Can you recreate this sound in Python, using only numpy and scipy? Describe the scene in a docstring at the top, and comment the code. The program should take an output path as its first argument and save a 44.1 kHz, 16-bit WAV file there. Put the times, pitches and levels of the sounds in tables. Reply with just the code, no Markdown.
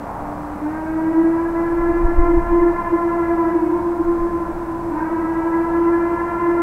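"""A distant steam whistle in a wooded valley: one long blast, eased off, then pulled open again.
A steam jet sounds the locomotive's bell; the note climbs with the pressure, and the slopes return
long echoes that beat against it. Behind it is the even rush of river and trees. Gusts thump a
nearly mono microphone, over faint hiss and a thin electronic whine."""
import sys
import numpy as np
from scipy import signal
from scipy.fft import rfft, irfft, next_fast_len
from scipy.io import wavfile
from scipy.ndimage import uniform_filter1d

SR = 44100
rng = np.random.default_rng(int(sys.argv[2]) if len(sys.argv) > 2 else 0)


def persist_wave(psi):
    """Save psi, clipped to +-1, as 16-bit WAV."""
    counts = np.round(np.clip(psi, -1, 1) * 32767).astype(np.int16)
    wavfile.write(sys.argv[1], SR, np.atleast_2d(counts).T)


N = 291940
TIME = np.arange(N) / SR

# whistle cord pulls: t_open/s, t_ease/s, f_first/Hz, f_full/Hz, blow/dB
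CORD_PULLS = [(.16, .5, 296, 302.6, -21), (.59, 2.65, 313.8, 343.6, 0.5), (4.89, 7, 322.8, 343.4, 0.47)]


def locomotive(cliff_db=-9, scatter_db=-7, steam_db=-2.5):
    """Whistle and steam heard across the valley; moving air makes each partial fade and shimmer."""
    # fading of the fundamental: t/s, relative level/dB
    fading = [(0.0, -31), (0.07, -45), (0.28, -34.5), (0.59, -31), (0.66, -21.5), (0.77, -29.5),
              (1.2, -13.5), (1.51, -21.5), (1.97, -16.5), (2.16, -23), (2.36, -13), (2.45, -29),
              (2.54, -15), (2.67, -14), (2.84, -36), (2.93, -17), (3.26, -22.5), (3.32, -17), (3.91, -20),
              (3.95, -26), (4.02, -16), (4.57, -27.5), (5.6, -17.5), (5.66, -24.5), (5.79, -14),
              (6.36, -26), (6.47, -17), (6.62, -17)]
    note, overtones = whistle()
    reflections = slopes()
    cliff = from_db(cliff_db) * echo(note, delay_s=0.88, closing_m_s=3.2)   # bare rock: clean return
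    note = note + cliff + from_db(scatter_db) * scatter(note, reflections)
    note_db = np.interp(TIME, *np.transpose(fading)) + 0.52 + 1.15 * drift(11)
    out = impose_level(note, note_db, window=3000)
    for overtone, level_db in overtones:
        shimmer_db = 1.6 * drift(9.4)
        out += impose_level(valley_paths(overtone, reflections), level_db + shimmer_db, window=9000)
    return out + valley_paths(from_db(steam_db) * steam(), reflections)


def whistle(flutter=0.003803, wander=0.001594, edge_db=-9.5):
    """Steam-blown bell: the fundamental, and (wave, level/dB with late echo) for each overtone."""
    # overtones: harmonic, level/dB at 0 dB blow, growth/(dB/dB), second blast/dB, echo/dB, roughness/dB
    harmonics = [(2, -33, 2.1, -3, -6, 2.5), (3, -30.5, 2.5, 1, -1.15, 2.5), (4, -39.5, 2.5, 4, -8, 2.5),
                 (5, -40, 1, 1.5, -11, 5), (6, -45.5, 1.4, 1.5, -14.5, 5.5), (7, -58, -0.3, 2, -13, 4.5),
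                 (8, -65.5, -0.3, 3, -10.5, 5.5), (9, -71.5, 0.2, 2, -11.5, 6.5)]
    pitch_hz, blow_db = valve()
    second_blast = ramp(CORD_PULLS[-1][0], 0.037)
    detune = 1 + flutter * drift(28) + wander * drift(3)   # jet turbulence, pressure drift
    phase = 2 * np.pi * np.cumsum(pitch_hz * detune) / SR
    weak_blow = np.minimum(from_db(blow_db - edge_db), 1)   # overtones drop away below edge_db
    overtones = []
    for k, db, growth, change_db, echo_db, rough_db in harmonics:
        strength = from_db(db + growth * blow_db + change_db * second_blast) * weak_blow
        wave = strength * from_db(rough_db * drift(33)) * np.sin(round(k) * phase)
        overtones.append((wave, linger(strength, echo_db)))
    return from_db(blow_db) * np.sin(phase), overtones


def valve(idle_hz=289.4, idle_db=-44.5, sag_db_per_hz=0.11):
    """Pitch/Hz and blow/dB: each pull scoops up, creeps to full pitch, sinks as the valve closes."""
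    scoop_s, creep_s, close_s = 0.15, 1.5, 1.3
    attack_s, release_s = 0.037, 0.48
    pitch_hz, blow = np.full(N, idle_hz), np.full(N, from_db(idle_db))
    for open_s, ease_s, first_hz, full_hz, db in CORD_PULLS:
        scoop_hz = (first_hz - idle_hz) * ramp(open_s, scoop_s)
        creep_hz = (full_hz - first_hz) * np.sin(np.pi / 2 * ramp(open_s + scoop_s, creep_s))
        lift_hz = scoop_hz + creep_hz
        closing = 1 - ramp(ease_s, close_s) ** 2.7
        pitch_hz = np.maximum(pitch_hz, idle_hz + lift_hz * closing)
        gate = ramp(open_s, attack_s) * (1 - ramp(ease_s + close_s - release_s, release_s)) ** 2
        sag_db = sag_db_per_hz * (idle_hz + lift_hz - full_hz)   # weak until the note has climbed
        blow = np.maximum(blow, gate * from_db(db + sag_db))
    return pitch_hz, 20 * np.log10(blow)


def steam():
    """Unpitched steam: a broad rush, and noise ringing in the bell's second resonance."""
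    # broad rush: f/Hz, relative density/dB
    rush_spectrum = [(300, -34.5), (550, -1.5), (720, 4.5), (900, 3), (1100, 1.5), (1400, -12), (2000, -29),
                     (3000, -44), (5000, -77.5)]
    # hollow bell resonance: f/Hz, relative density/dB
    hollow_spectrum = [(700, -49.5), (840, -27.5), (890, -6), (945, -0.5), (1000, -2.5), (1200, -58.5)]
    # spurts across the lip: t/s, rush/dB, hollow/dB, half length/s
    spurts = [(0, -31.5, -53.5, 0.83), (3.722, -62.5, -33, .18), (4.974, -51, -25.5, .06),
              (5.551, -37.5, -32, 0.71)]
    rush, hollow = from_db(-48), from_db(-44.5)   # steady flow
    for centre_s, rush_db, hollow_db, half_s in spurts:
        shape = swell(centre_s, half_s)
        rush = np.hypot(rush, from_db(rush_db) * shape)
        hollow = np.hypot(hollow, from_db(hollow_db) * shape)
    return rush * unit_rms(noise(rush_spectrum)) + hollow * unit_rms(noise(hollow_spectrum))


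def valley_paths(x, reflections, direct_db=-2):
    """Direct path plus scattered sound."""
    return from_db(direct_db) * x + scatter(x, reflections)


def slopes():
    """Dense tree reflections, duller with distance: (delay, closing speed, response) per slope."""
    # wooded slopes: delay/s, t60/s, level/dB, closing speed/(m/s), f_cut/Hz
    hillsides = [(.01, 1.3, 2, 0, 3570), (1.05, 1.7, -2, 3, 1160), (1.4, 6.5, -1.5, 0, 1107)]
    reflections = []
    for delay_s, t60_s, db, closing_m_s, cut_hz in hillsides:
        tail = rng.standard_normal(N) * from_db(-60 * TIME / t60_s)
        tail /= np.sqrt(np.sum(tail ** 2))
        tail = from_db(db) * signal.sosfilt(signal.butter(3, cut_hz, fs=SR, output="sos"), tail)
        reflections.append((delay_s, closing_m_s, rfft(tail, next_fast_len(2 * N))))
    return reflections


def scatter(x, reflections):
    """Sum of the slopes' echoes, each smeared by its trees."""
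    size = next_fast_len(2 * N)
    spectrum = sum(rfft(echo(x, delay_s, closing_m_s), size) * response
                   for delay_s, closing_m_s, response in reflections)
    return irfft(spectrum, size)[:N]


def echo(x, delay_s, closing_m_s, sound_m_s=343):
    """Late return from a wall, Doppler-sharp if the train runs towards it."""
    return np.interp((TIME - delay_s) * (1 + closing_m_s / sound_m_s), TIME, x, left=0)


def linger(strength, echo_db, delay_s=0.89, t60_s=3.9):
    """Level/dB of a tone plus the late echo that builds and dies behind it."""
    pole = from_db(-60 / (t60_s * SR)) ** 2
    late_power = signal.lfilter([1 - pole], [1, -pole], echo(strength, delay_s, 0) ** 2)
    return 10 * np.log10(strength ** 2 + from_db(echo_db) ** 2 * late_power)


def wind(gain_db=-3, wake_db=-17):
    """Each eddy thumps the microphone and trails a rumble."""
    # wind on the microphone: f/Hz, relative density/dB
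    rumble_spectrum = [(8, -7.5), (18, 13), (38, 0.5), (60, -8.5), (90, -19), (140, -35.5), (300, -59),
                       (2000, -130)]
    # eddies: t/s, relative peak/dB
    eddies = [(1.799, -21), (2.039, -7.5), (2.185, -2), (2.36, -9), (2.494, -16.5), (2.599, -18.5),
              (4.069, -21.5), (4.201, -17.5), (4.545, -25)]
    power = np.zeros(N)
    for hit_s, db in eddies:
        thump = swell(hit_s + 0.017, half_s=0.031) ** 2
        wake = from_db(wake_db) ** 2 * swell(hit_s + 0.08, half_s=0.27)
        power += from_db(db) ** 2 * (thump + wake)
    return impose_level(noise(rumble_spectrum), 10 * np.log10(power + 1e-12) + gain_db, window=1800)


def river_and_trees():
    """Even rush of water and foliage."""
    # valley background: f/Hz, density/(dB re 1/Hz)
    valley_spectrum = [(20, -60), (60, -56.5), (140, -61.5), (185, -58), (225, -59.5), (450, -64),
                       (800, -63.5), (1150, -68), (1500, -72), (2000, -80.5), (2500, -87.5), (3200, -100),
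                       (5000, -120)]
    return noise(valley_spectrum)


def noise(spectrum):
    """Noise of a given power density, interpolated over log frequency."""
    hz, db = np.transpose(spectrum)
    bins_hz = np.maximum(np.fft.rfftfreq(N, 1 / SR), 1)
    gain = from_db(np.interp(np.log(bins_hz), np.log(hz), db))
    return irfft(rfft(rng.standard_normal(N)) * gain, N) * np.sqrt(SR / 2)


def drift(rate_hz):
    """Slow random motion, unit RMS."""
    bins_hz = np.fft.rfftfreq(N, 1 / SR)
    return unit_rms(irfft(rfft(rng.standard_normal(N)) / (1 + (bins_hz / rate_hz) ** 2), N))


def impose_level(x, level_db, window):
    """Flatten the envelope over `window` samples, then apply the smoothed level curve."""
    x = unit_rms(x)
    power = uniform_filter1d(uniform_filter1d(x ** 2, window), window)
    return x / np.sqrt(np.abs(power) + 1e-7) * uniform_filter1d(from_db(level_db), window // 2)


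def ramp(start_s, length_s):
    """Linear rise, 0 to 1."""
    return np.clip((TIME - start_s) / length_s, 0, 1)


def swell(centre_s, half_s):
    """Rounded pulse, height 1."""
    return 1 / np.cosh(np.clip(2 * (TIME - centre_s) / half_s, -60, 60))


def from_db(db):
    """Decibels to gain."""
    return 10 ** (np.asarray(db) / 20)


def unit_rms(x):
    """Scale to unit power."""
    return x / np.sqrt(np.mean(x ** 2) + 1e-20)


def scene():
    """All sources, alike in both channels."""
    return np.tile(locomotive() + river_and_trees() + wind(), (2, 1))


def record(dry, whine_hz=7882, whine_db=-74, waver_db=1.0, cutoff_hz=15750):
    """The recorder adds near-mono hiss and a wavering whine, then cuts the top."""
    # microphone hiss: f/Hz, density/(dB re 1/Hz)
    hiss_spectrum = [(1500, -104), (2800, -99), (4000, -97.5), (8000, -99.5), (12000, -100.2),
                     (16000, -103.7)]
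    hiss = noise(hiss_spectrum) + from_db(-9.5) * noise(hiss_spectrum) * np.array([[1], [-1]])
    whine = np.sqrt(2) * from_db(whine_db + waver_db * drift(25)) * np.sin(2 * np.pi * whine_hz * TIME)
    low_pass = signal.ellip(12, 0.1, 90, cutoff_hz, fs=SR, output="sos")
    return signal.sosfilt(low_pass, dry + hiss + whine)


dry = scene()
out = record(dry)
persist_wave(out)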